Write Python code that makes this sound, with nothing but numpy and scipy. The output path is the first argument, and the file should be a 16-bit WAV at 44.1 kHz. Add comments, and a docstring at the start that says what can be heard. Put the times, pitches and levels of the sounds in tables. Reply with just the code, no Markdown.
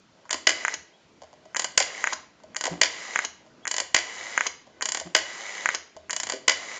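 """A bench in a quiet workshop: a finger winds an old metal telephone dial and lets it run back, six times.
Winding: two contact springs snap as rung impulses, then a pawl ticks over the ratchet as struck plate modes.
Release: a bouncing clack, gears whirring as toothed noise, springs snapping back, the wheel hitting its stop;
the sixth run is still whirring at the end. The hand brushes, knocks and rocks the base; a small camera listens."""
import sys
import numpy as np
from scipy import signal
from scipy.fft import rfft, irfft
from scipy.io import wavfile
from scipy.ndimage import uniform_filter1d

SR = 44100
rng = np.random.default_rng(int(sys.argv[2]) if len(sys.argv) > 2 else 0)


def master_out(mix):
    """Clip the mix to full scale and print it as 16-bit PCM to the path in sys.argv[1]."""
    frames = np.transpose(np.atleast_2d(mix))
    ceiling = np.clip(frames, -1, 1)
    pcm = np.round(ceiling * 32767).astype(np.int16)
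    wavfile.write(sys.argv[1], SR, pcm)


def convert_level_to_amplitude(level_db):
    """Map a level in decibels to its linear amplitude factor."""
    exponent = np.asarray(level_db, float) / 20
    return 10 ** exponent


N = 299439  # samples

# room air and hiss, relative spectrum: hz, density_db_per_hz
AIR_SPECTRUM = [(18, -62.5), (30, -25.5), (91, -16.5), (108, -8), (145, -15.5), (175, -9.5), (756, -17.5),
                (1660, -21), (1830, -22), (3040, -25), (7700, -32.5), (10000, -64), (16900, -120)]
# room decay: hz, t60_s
ROOM_DECAY = [(250, 0.6), (1000, 0.39), (3500, 0.46), (7000, 0.32)]
# bench top answering a push of the hand: start_s, peak_db
BENCH_PUSHES = [(0.33, -58), (1.211, -62), (1.644, -68.5), (2.68, -49), (3.799, -62), (5.003, -56.5),
                (5.97, -58), (6.248, -61)]
# low thuds as the recorder overloads: start_s, peak_db
LOW_CLIP_THUDS = [(0.471, -31.5), (1.775, -31.5), (2.699, -35), (3.949, -25.5), (5.963, -44), (6.48, -34)]
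# a push rocks the base on its cloth: start_s, length_s, top_db
ROCKING_PUSHES = [(2.705, 0.11, -36.5), (5.05, 0.096, -44.5)]
# base modes: hz, width_hz, relative_db
BASE_MODES = [(306, 53, -1.5), (385, 16, -2), (630, 220, -13.5)]
# hand brushing base and cloth: start_s, length_s, final_db
HAND_BRUSHES = [(0.125, 0.16, -58), (1.199, .36, -58.5), (2.331, 0.27, -56), (3.404, 0.33, -56),
                (4.661, 0.21, -53), (5.925, 0.24, -56)]
# brushing noise colour: hz, relative_db
BRUSH_COLOUR = [(100, -37), (250, 3), (450, -0.5), (700, -5.5), (1100, -13.5), (1600, -16.5), (7500, -42)]
# faint squeaks: start_s, length_s, from_hz, to_hz, top_rms_db
FAINT_SQUEAKS = [(0.92, 0.049, 3000, 3334, -63.5), (3.623, 0.043, 3120, 3450, -58)]
# fingertip or wheel knocking the housing: start_s, peak_db, push_centre_hz
HOUSING_KNOCKS = [(0.254, -41, 1040), (0.345, -31, 635), (1.219, -32, 669), (1.235, -35, 640),
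                  (1.33, -38, 740), (1.455, -39, 680), (1.803, -13.5, 673), (2.401, -48, 1018),
                  (2.436, -37, 649), (2.676, -16, 646), (3.464, -44, 673), (3.816, -27, 535),
                  (4.67, -41, 670), (5.011, -25, 664), (5.966, -30.5, 677), (6.336, -16.5, 413),
                  (6.361, -28, 385)]
# dial plate and housing modes: hz, undamped_width_hz, db_over_plain_blow
DIAL_MODES = [(520, 32, -3), (633, 19, 14.5), (1025, 61, 5.5), (1504, 32, 14.5), (1678, 28, 9.5),
              (1740, 58, 1), (1987, 97, 12), (2390, 13, 12), (2951, 91, 11), (3587, 290, 9.5),
              (3955, 130, 4), (4626, 210, 14.5), (4200, 38, -2), (5140, 13, 1.5), (5110, 71, 13),
              (5410, 300, 8), (5810, 150, 2.5), (6280, 78, 10), (6580, 36, -2), (6326, 77, 3),
              (7100, 710, 5.5)]
# contact springs as winding starts: start_s, peak_db, second_delay_ms, second_peak_db
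WINDING_SNAPS = [(0.294, -26, 11, -23.5), (1.547, -17, 14, -15), (2.547, -26, 14, -20),
                 (3.654, -17.5, 16, -16), (4.81, -19, 9, -20), (6.096, -19, 6, -19)]
# spring modes ahead of their treble roll-off: hz, width_hz, relative_db
SPRING_MODES = [(1040, 815, -4), (1653, 378, 7.5), (2026, 550, 7), (2394, 670, 2), (3250, 82, -8)]
# spring tip mode: hz, width_hz
SPRING_TIP = (6770, 840)
# gear rubbing colour: hz, relative_db
GEAR_RUB_COLOUR = [(90, -55.5), (200, -19), (650, -7), (1350, -11), (1750, -9.5), (2000, -6.5),
                   (2450, -13.5), (6900, -17)]
# what a gear tooth rings: hz, width_hz, relative_db
GEAR_MODES = [(1972, 140, 1), (2253, 170, -4), (3700, 270, -14.5), (1188, 140, -11.5), (6260, 220, -11.5)]
# pawl dropping over a ratchet tooth: start_s, peak_db, tilt_db_per_octave
PAWL_TICKS = [(0.308, -7, -0.9), (0.329, -7, -1.3), (0.343, -11.5, -4.5), (1.566, -7, -1.7),
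              (1.595, -3, -2), (1.62, -13, -2), (1.644, -7, -2.5), (2.565, -9.5, -0.5), (2.61, -8.5, -1.5),
              (2.639, -8, -2.5), (2.654, -9.5, -3), (2.667, -9, -3.5), (3.676, -6, 0.2),
              (3.712, -6.5, -0.5), (3.741, -9, -1.6), (3.765, -9, 0), (3.782, -7.5, -1.5),
              (3.801, -9.5, -1.8), (4.823, -8, -1.5), (4.856, -4.5, 0.7), (4.888, -9, -0.9), (4.92, -8, 1),
              (4.947, -9, -2), (4.972, -12, -2.5), (4.999, -12, -0.2), (6.107, -5, 0.3),
              (6.13, -10.5, -1.5), (6.164, -7, -0.2), (6.2, -7.5, -0.3), (6.233, -8.5, -1.3),
              (6.269, -14, -3), (6.29, -18.5, -3.5), (6.298, -9, -2.5), (6.321, -10.5, -3)]
# slack taken up on release, and its bounce: start_s, peak_db, tilt_db_per_octave, bounce_delay_ms, bounce_peak_db
RELEASE_CLACKS = [(0.469, 1, -1.1, 21.2, -2.5), (1.775, 3.5, 0.65, 24.7, -1.5),
                  (2.813, 2.5, -0.86, 18.2, -3), (3.944, 3.5, -1, 18, -3), (5.148, 0.5, -1.75, 14, -5.5),
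                  (6.479, 1.5, -1.1, 14.3, -2)]
# bounces after the first bounce: delay_ms, relative_db, tilt_db_per_octave
LATER_BOUNCES = [(12.45, -12, -3), (23.27, -10.5, -0.5)]
# wheel coming home: first_snap_s, snap_peak_db, stop_peak_db, housing_knock_peak_db
WHEEL_STOPS = [(0.65, -6.5, -16, -31), (2.041, -5.5, -17.5, -19), (3.159, -5, -15.5, -26.5),
               (4.377, -3.5, -14, -23), (5.658, -4, -13.5, -26.5)]
# how each kind of blow drives the plate: hz, relative_db
TICK_COLOUR = [(120, -51), (250, -15.5), (950, -5), (1400, -9.5), (1900, -6), (2400, -9.5), (3000, -8.5),
               (6000, -7.5), (7100, -3.5)]
CLACK_COLOUR = [(120, -58), (300, -14.5), (450, -10.5), (650, -10.5), (1300, -11.5), (1900, -6.5),
                (2500, -7.5), (3900, -11), (6900, -11)]
STOP_COLOUR = [(120, -51), (250, -3), (1000, -3.5), (1400, -3.5), (4600, -3.5), (6600, 0.5), (7600, -16)]
# one needle-sharp digital tick: time_s, sample_db
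DIGITAL_TICK = (5.1687, -18)

STOP_DELAY_MS = 89.3  # first returning snap to landing


def evened(x):
    """Scales to unit rms."""
    return x / np.sqrt(np.mean(x ** 2) + 1e-20)


def read(points, hz):
    """Joins (hz, value) points on a log axis."""
    f, value = np.transpose(points)
    return np.interp(np.log(hz + 1), np.log(f + 1), value)


def add(mix, start_s, sound):
    """Mixes a sound in at its start."""
    part = mix[round(start_s * SR):][:len(sound)]
    part += sound[:len(part)]


def add_peaked(mix, start_s, peak_db, sound):
    """Scales a sound to its peak level and mixes it in."""
    add(mix, start_s, convert_level_to_amplitude(peak_db) * sound / abs(sound).max())


def filtered(x, response):
    """Applies a response sampled on 2 * len(x) points."""
    return irfft(rfft(x, 2 * len(x)) * response)[:len(x)]


def modes(table, hz):
    """Sums damped resonances, neighbours in opposite phase."""
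    total = 0
    for k, (mode_hz, width_hz, db) in enumerate(table):
        damping = 1j * hz * width_hz
        total = total + (-1) ** k * convert_level_to_amplitude(db) * damping / (mode_hz ** 2 - hz ** 2 + damping)
    return total


def causal(db):
    """Minimum-phase response for a gain in dB."""
    log_gain = np.log(convert_level_to_amplitude(np.concatenate([db, db[-2:0:-1]])))
    return np.exp(np.conj(signal.hilbert(log_gain)))[:len(db)]


def delayed(hz, delay_s):
    """Response of a pure delay."""
    return np.exp(-2j * np.pi * hz * delay_s)


def span(length_s):
    """Time from the start of a sound, and a soft-edged window."""
    t = np.arange(0, length_s, 1 / SR)
    return t, signal.windows.tukey(len(t), min(1, 0.02 / length_s))


def air():
    """Room air and microphone hiss as shaped noise, drifting least in the treble."""
    frames, hz = N // 256 + 5, np.fft.rfftfreq(1024, 1 / SR)
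    a, b, patches = rng.standard_normal((frames, 513, 3)).T
    patches = evened(uniform_filter1d(uniform_filter1d(patches, 8, 0), 14, 1))
    drift_db = read([(60, 2.4), (700, 2.9), (4000, 1.3)], hz)[:, None] * patches
    z = (a + 1j * b) * convert_level_to_amplitude(read(AIR_SPECTRUM, hz)[:, None] + drift_db)
    noise = signal.istft(z, nperseg=1024, noverlap=768)[1][:N]
    return convert_level_to_amplitude(-59.5) * evened(noise)


def room(x):
    """Dense reflections, each band dying at its own speed; three tails take turns so that like blows differ."""
    out, turn = np.zeros(N), 2 * np.pi * 7 * np.arange(N) / SR
    for k in range(3):
        build_up = np.minimum(np.arange(SR // 2) / 250, 1)
        taps = rng.standard_normal(SR // 2) * build_up
        hz, t, z = signal.stft(taps, SR, nperseg=256)
        decay = convert_level_to_amplitude(-60 * t / read(ROOM_DECAY, hz)[:, None])
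        tail = signal.istft(z * decay, SR, nperseg=256)[1]
        share = np.sqrt(2 / 3) * np.cos(turn + k * np.pi / 3)
        out += signal.oaconvolve(x * share, tail / np.linalg.norm(tail))[:N]
    return out


def add_bench(mix, released_s, landed_s):
    """The bench top swells and dies at its low note after pushes, releases and landings."""
    bench_hz, swell_ms = 80, 38
    release_delay_ms, release_db = 25, -59
    landing_delay_ms, landing_db = 11, -62.5
    table = BENCH_PUSHES + [(s + release_delay_ms / 1000, release_db) for s in released_s]
    table = table + [(s + landing_delay_ms / 1000, landing_db) for s in landed_s]
    t = np.arange(SR // 2) / SR
    u = t * 1000 / swell_ms
    swell = (u * np.exp(1 - u)) ** 2
    for start_s, peak_db in table:
        add(mix, start_s, convert_level_to_amplitude(peak_db) * swell * np.sin(2 * np.pi * (bench_hz * t + rng.random())))


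def add_clip_thuds(mix):
    """Uneven clipping of a loud sound leaves a low thud, drawn as one smooth pulse."""
    for start_s, peak_db in LOW_CLIP_THUDS:
        add(mix, start_s, convert_level_to_amplitude(peak_db) * signal.windows.hann(90))


def rocking(length_s, top_db):
    """The base bounces on its cloth at a wavering low note while scuffs excite its higher modes."""
    mean_hz, rise_s, fade_db, scuffs_per_s = 171, 0.017, -14.5, 700
    t, edge = span(length_s)
    n = len(t)
    db = top_db + np.interp(t, [0, rise_s, length_s], [-10, 0, fade_db])
    scuffs = rng.standard_normal(n) * (rng.random(n) < scuffs_per_s / SR)
    shell = filtered(scuffs, modes(BASE_MODES, np.fft.rfftfreq(2 * n, 1 / SR)))
    waver = 1 + 0.03 * evened(uniform_filter1d(rng.standard_normal(n), 900))
    bounce = np.sin(2 * np.pi * np.cumsum(mean_hz * waver) / SR) * np.exp(-t / 0.05)
    return convert_level_to_amplitude(db) * edge * (evened(bounce) + evened(shell))


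def brushing(length_s, final_db):
    """Grainy skin friction through the housing, growing as the finger settles in its hole."""
    swell_db = 10.5
    t, edge = span(length_s)
    n, db = len(t), final_db - swell_db * (1 - t / length_s)
    a, b = rng.standard_normal((2, n))
    hz = np.fft.rfftfreq(n, 1 / SR)
    grains = a * convert_level_to_amplitude(1.6 * evened(uniform_filter1d(b, 500)))
    housing = convert_level_to_amplitude(read(BRUSH_COLOUR, hz)) * (1 + modes(DIAL_MODES, hz))
    return convert_level_to_amplitude(db) * edge * evened(irfft(rfft(grains) * housing, n))


def squeak(length_s, from_hz, to_hz, top_rms_db):
    """A thin tone that glides up, quickly at first."""
    glide_s = 0.035
    t, _ = span(length_s)
    hz = from_hz + (to_hz - from_hz) * np.sin(np.minimum(t / glide_s, 1) * np.pi / 2)
    swell = np.sin(np.pi * t / length_s)
    return np.sqrt(2) * convert_level_to_amplitude(top_rms_db) * swell * np.sin(2 * np.pi * np.cumsum(hz) / SR)


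def add_knocks(mix, landed_s):
    """A soft double push rings touch-damped housing modes near its pitch, with a faint tick on top."""
    early_ms, rim_hz = 5, 1020  # the wheel rim knocks the housing just before it lands
    rim = [(s - early_ms / 1000, row[3], rim_hz) for s, row in zip(landed_s, WHEEL_STOPS)]
    hz = np.fft.rfftfreq(4096, 1 / SR)
    housing = 1 + modes(np.array(DIAL_MODES) * [1, 1.8, 1], hz)  # touch widens the modes
    for start_s, peak_db, centre_hz in HOUSING_KNOCKS + rim:
        tick_db = np.where(hz > centre_hz, -27, -60)
        push_db = np.maximum(-22 * np.log2((hz + 30) / centre_hz) ** 2, tick_db)
        again = 1 + 0.66 * delayed(hz, rng.uniform(0.003, 0.0087))
        add_peaked(mix, start_s, peak_db, irfft(causal(push_db) * again * housing))


def snap_rows():
    """Both springs snap as winding starts and again as the wheel comes home."""
    follow_ms, follow_db = 31.3, -2  # second spring on the way back
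    rows = []
    for start_s, db, delay_ms, second_db in WINDING_SNAPS:
        rows += [(start_s, db), (start_s + delay_ms / 1000, second_db)]
    for start_s, db, _, _ in WHEEL_STOPS:
        rows += [(start_s, db), (start_s + follow_ms / 1000, db + follow_db)]
    return rows


def add_snaps(mix):
    """A clean impulse rings the spring; a few ms later the shock comes back out of the plate."""
    return_s, return_db, tip_db, tip_db_per_db = 0.003244, -11.5, -10, -0.23
    hz = np.fft.rfftfreq(4096, 1 / SR)
    for start_s, peak_db in snap_rows():
        detune = 1 + 0.013 * rng.standard_normal()
        spring = modes(SPRING_MODES, hz * detune) / (1 + 1j * hz / 3500) ** 2
        back = convert_level_to_amplitude(return_db) * delayed(hz, return_s) * (1 + convert_level_to_amplitude(-5.5) * modes(DIAL_MODES, hz))
        # soft snaps sound tinnier
        tip = convert_level_to_amplitude(tip_db + tip_db_per_db * peak_db) * modes([(*SPRING_TIP, 0)], hz) ** 2
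        add_peaked(mix, start_s, peak_db, irfft(spring * (1 + back) + tip))


def whir(length_s):
    """Uneven gear teeth ring the gear train over the rubbing of the governor in the plate."""
    spin_up_s, mean_teeth_per_s = 0.13, 105
    rest_db, full_db = -45, -38
    teeth_rest_db, teeth_full_db = -15, -2.5  # teeth over rubbing
    t, edge = span(length_s)
    n, slack = len(t), np.exp(-t / spin_up_s)
    db = full_db + (rest_db - full_db) * slack
    teeth_db = teeth_full_db + (teeth_rest_db - teeth_full_db) * slack
    uneven = 1 + 0.68 * uniform_filter1d(rng.standard_normal(n), 300)
    teeth = np.cumsum(mean_teeth_per_s * uneven) / SR + 3 * rng.random()
    tooth = teeth.astype(int)
    spread_db = 2.2 * rng.standard_normal(tooth[-1] + 1)[tooth]
    weight = convert_level_to_amplitude(spread_db + 4 * (tooth % 3 == 0))  # every third tooth lands harder
    mesh = weight * np.exp(-(teeth % 1) / 0.26)
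    a, b = rng.standard_normal((2, n))
    hz = np.fft.rfftfreq(2 * n, 1 / SR)
    plate = causal(read(GEAR_RUB_COLOUR, hz)) * (1 + convert_level_to_amplitude(-9) * modes(DIAL_MODES, hz))
    rub = filtered(a * (3.7 + mesh), plate)
    knock = filtered(b * mesh ** 1.05, modes(GEAR_MODES, hz))
    return convert_level_to_amplitude(db) * edge * (evened(rub) + convert_level_to_amplitude(teeth_db) * evened(knock))


def clack_rows():
    """Every release: the blow, its first bounce and the later ones."""
    bounce_tilt_db_per_octave = 0.2  # over the blow's
    rows = []
    for start_s, db, tilt, gap_ms, bounce_db in RELEASE_CLACKS:
        bounce_s = start_s + gap_ms / 1000
        rows += [(start_s, db, tilt), (bounce_s, bounce_db, tilt + bounce_tilt_db_per_octave)]
        for delay_ms, relative_db, late_tilt in LATER_BOUNCES:
            rows.append((bounce_s + delay_ms / 1000, bounce_db + relative_db, late_tilt))
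    return rows


def struck_plate(hz, ring_db):
    """Plate response for one blow: mode levels and pitches vary at random from blow to blow."""
    level_db = 1.8 * rng.standard_normal(len(DIAL_MODES))
    detune = 1 + 0.008 * rng.standard_normal(len(DIAL_MODES))
    table = []
    for (mode_hz, width_hz, db), ratio, extra_db in zip(DIAL_MODES, detune, level_db):
        table.append((mode_hz * ratio, 1.56 * width_hz, db + extra_db + ring_db))
    return 1.5 + modes(table, hz)


def add_blows(mix, table, colour, strike_db, grit_db, length_ms, lead_ms, ring_db):
    """Each blow scrapes in, strikes once and rattles out; the striker's colour rings the plate."""
    hz, ms = np.fft.rfftfreq(8192, 1 / SR), np.arange(8192) * 1000 / SR
    scrape = 0.51 * np.sqrt(ms / lead_ms)
    decay = np.exp(-np.maximum(ms - lead_ms, 0) / length_ms)
    shape = np.where(ms < lead_ms, scrape, decay)
    for start_s, peak_db, tilt in table:
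        plate = struck_plate(hz, ring_db)
        a, b = rng.standard_normal((2, 8192))
        rattle = a * convert_level_to_amplitude(grit_db * b) * shape
        blow = rfft(rattle / np.linalg.norm(rattle)) + convert_level_to_amplitude(strike_db) * delayed(hz, lead_ms / 1000)
        # even out the noise burst's spectrum, so the striker's colour shapes the blow
        blow /= np.sqrt(uniform_filter1d(abs(blow) ** 2, size=60))
        striker = causal(read(colour, hz) + tilt * np.log2((hz + 200) / 2000))
        add_peaked(mix, start_s, peak_db, irfft(blow * striker * plate)[:6000])


def scene():
    """Dial, hand, bench and room."""
    dial, snaps, low = np.zeros((3, N))
    released_s = [row[0] for row in RELEASE_CLACKS]
    landed_s = [row[0] + STOP_DELAY_MS / 1000 for row in WHEEL_STOPS]
    add_bench(low, released_s, landed_s)
    add_clip_thuds(low)
    for mix, source, table in ((low, rocking, ROCKING_PUSHES), (dial, brushing, HAND_BRUSHES),
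                               (dial, squeak, FAINT_SQUEAKS)):
        for start_s, *settings in table:
            add(mix, start_s, source(*settings))
    add_knocks(dial, landed_s)
    add_snaps(snaps)
    whir_delay_s = 0.011
    for start_s, end_s in zip(released_s, landed_s + [N / SR - whir_delay_s]):
        add(dial, start_s + whir_delay_s, whir(end_s - start_s))
    stops = [(s, row[2], 0.61) for s, row in zip(landed_s, WHEEL_STOPS)]  # tilt in dB per octave
    add_blows(dial, PAWL_TICKS, TICK_COLOUR,
              strike_db=-4, grit_db=3.5, length_ms=2.7, lead_ms=0.4, ring_db=-1.5)
    add_blows(dial, clack_rows(), CLACK_COLOUR,
              strike_db=-3.5, grit_db=4.5, length_ms=2.1, lead_ms=2.6, ring_db=-0.5)
    add_blows(dial, stops, STOP_COLOUR,
              strike_db=-7, grit_db=2.5, length_ms=4.2, lead_ms=0.62, ring_db=-6)
    reflections = convert_level_to_amplitude(-9) * room(dial + convert_level_to_amplitude(-9.5) * snaps)
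    return (dial + snaps + low + reflections + air())[None]


def band_limit(x):
    """A steep low-pass at the top of the band."""
    return signal.sosfilt(signal.butter(12, 15800, fs=SR, output="sos"), x)


def record(dry):
    """The loudest peaks clip; low-rate sampling cuts the treble and leaves a weak mirror image above half the rate."""
    sampling_hz = 16000
    hz = np.fft.rfftfreq(N, 1 / SR)
    mic_db = np.interp(hz, [30, 70, 7250, 7600, 7900, 8050], [-4.5, -0.5, 3, -6.5, -26, -70])
    heard = irfft(rfft(dry) * convert_level_to_amplitude(mic_db), N)
    clipped = np.clip(heard, -0.8, 0.85)
    cut = irfft(rfft(clipped) * (hz < sampling_hz / 2), N)
    mirrored = 2 * cut * np.cos(2 * np.pi * sampling_hz * np.arange(N) / SR)
    image_db = np.interp(hz, [7900, 7970, 8300, 8804, 9430, 9940], [-103.5, -11.5, -7.5, -21.5, -53.5, -88.5])
    out = cut + irfft(rfft(mirrored) * convert_level_to_amplitude(image_db), N)
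    tick_s, tick_db = DIGITAL_TICK
    out[:, round(tick_s * SR)] += convert_level_to_amplitude(tick_db)
    return band_limit(out)


dry = scene()
out = record(dry)
master_out(out)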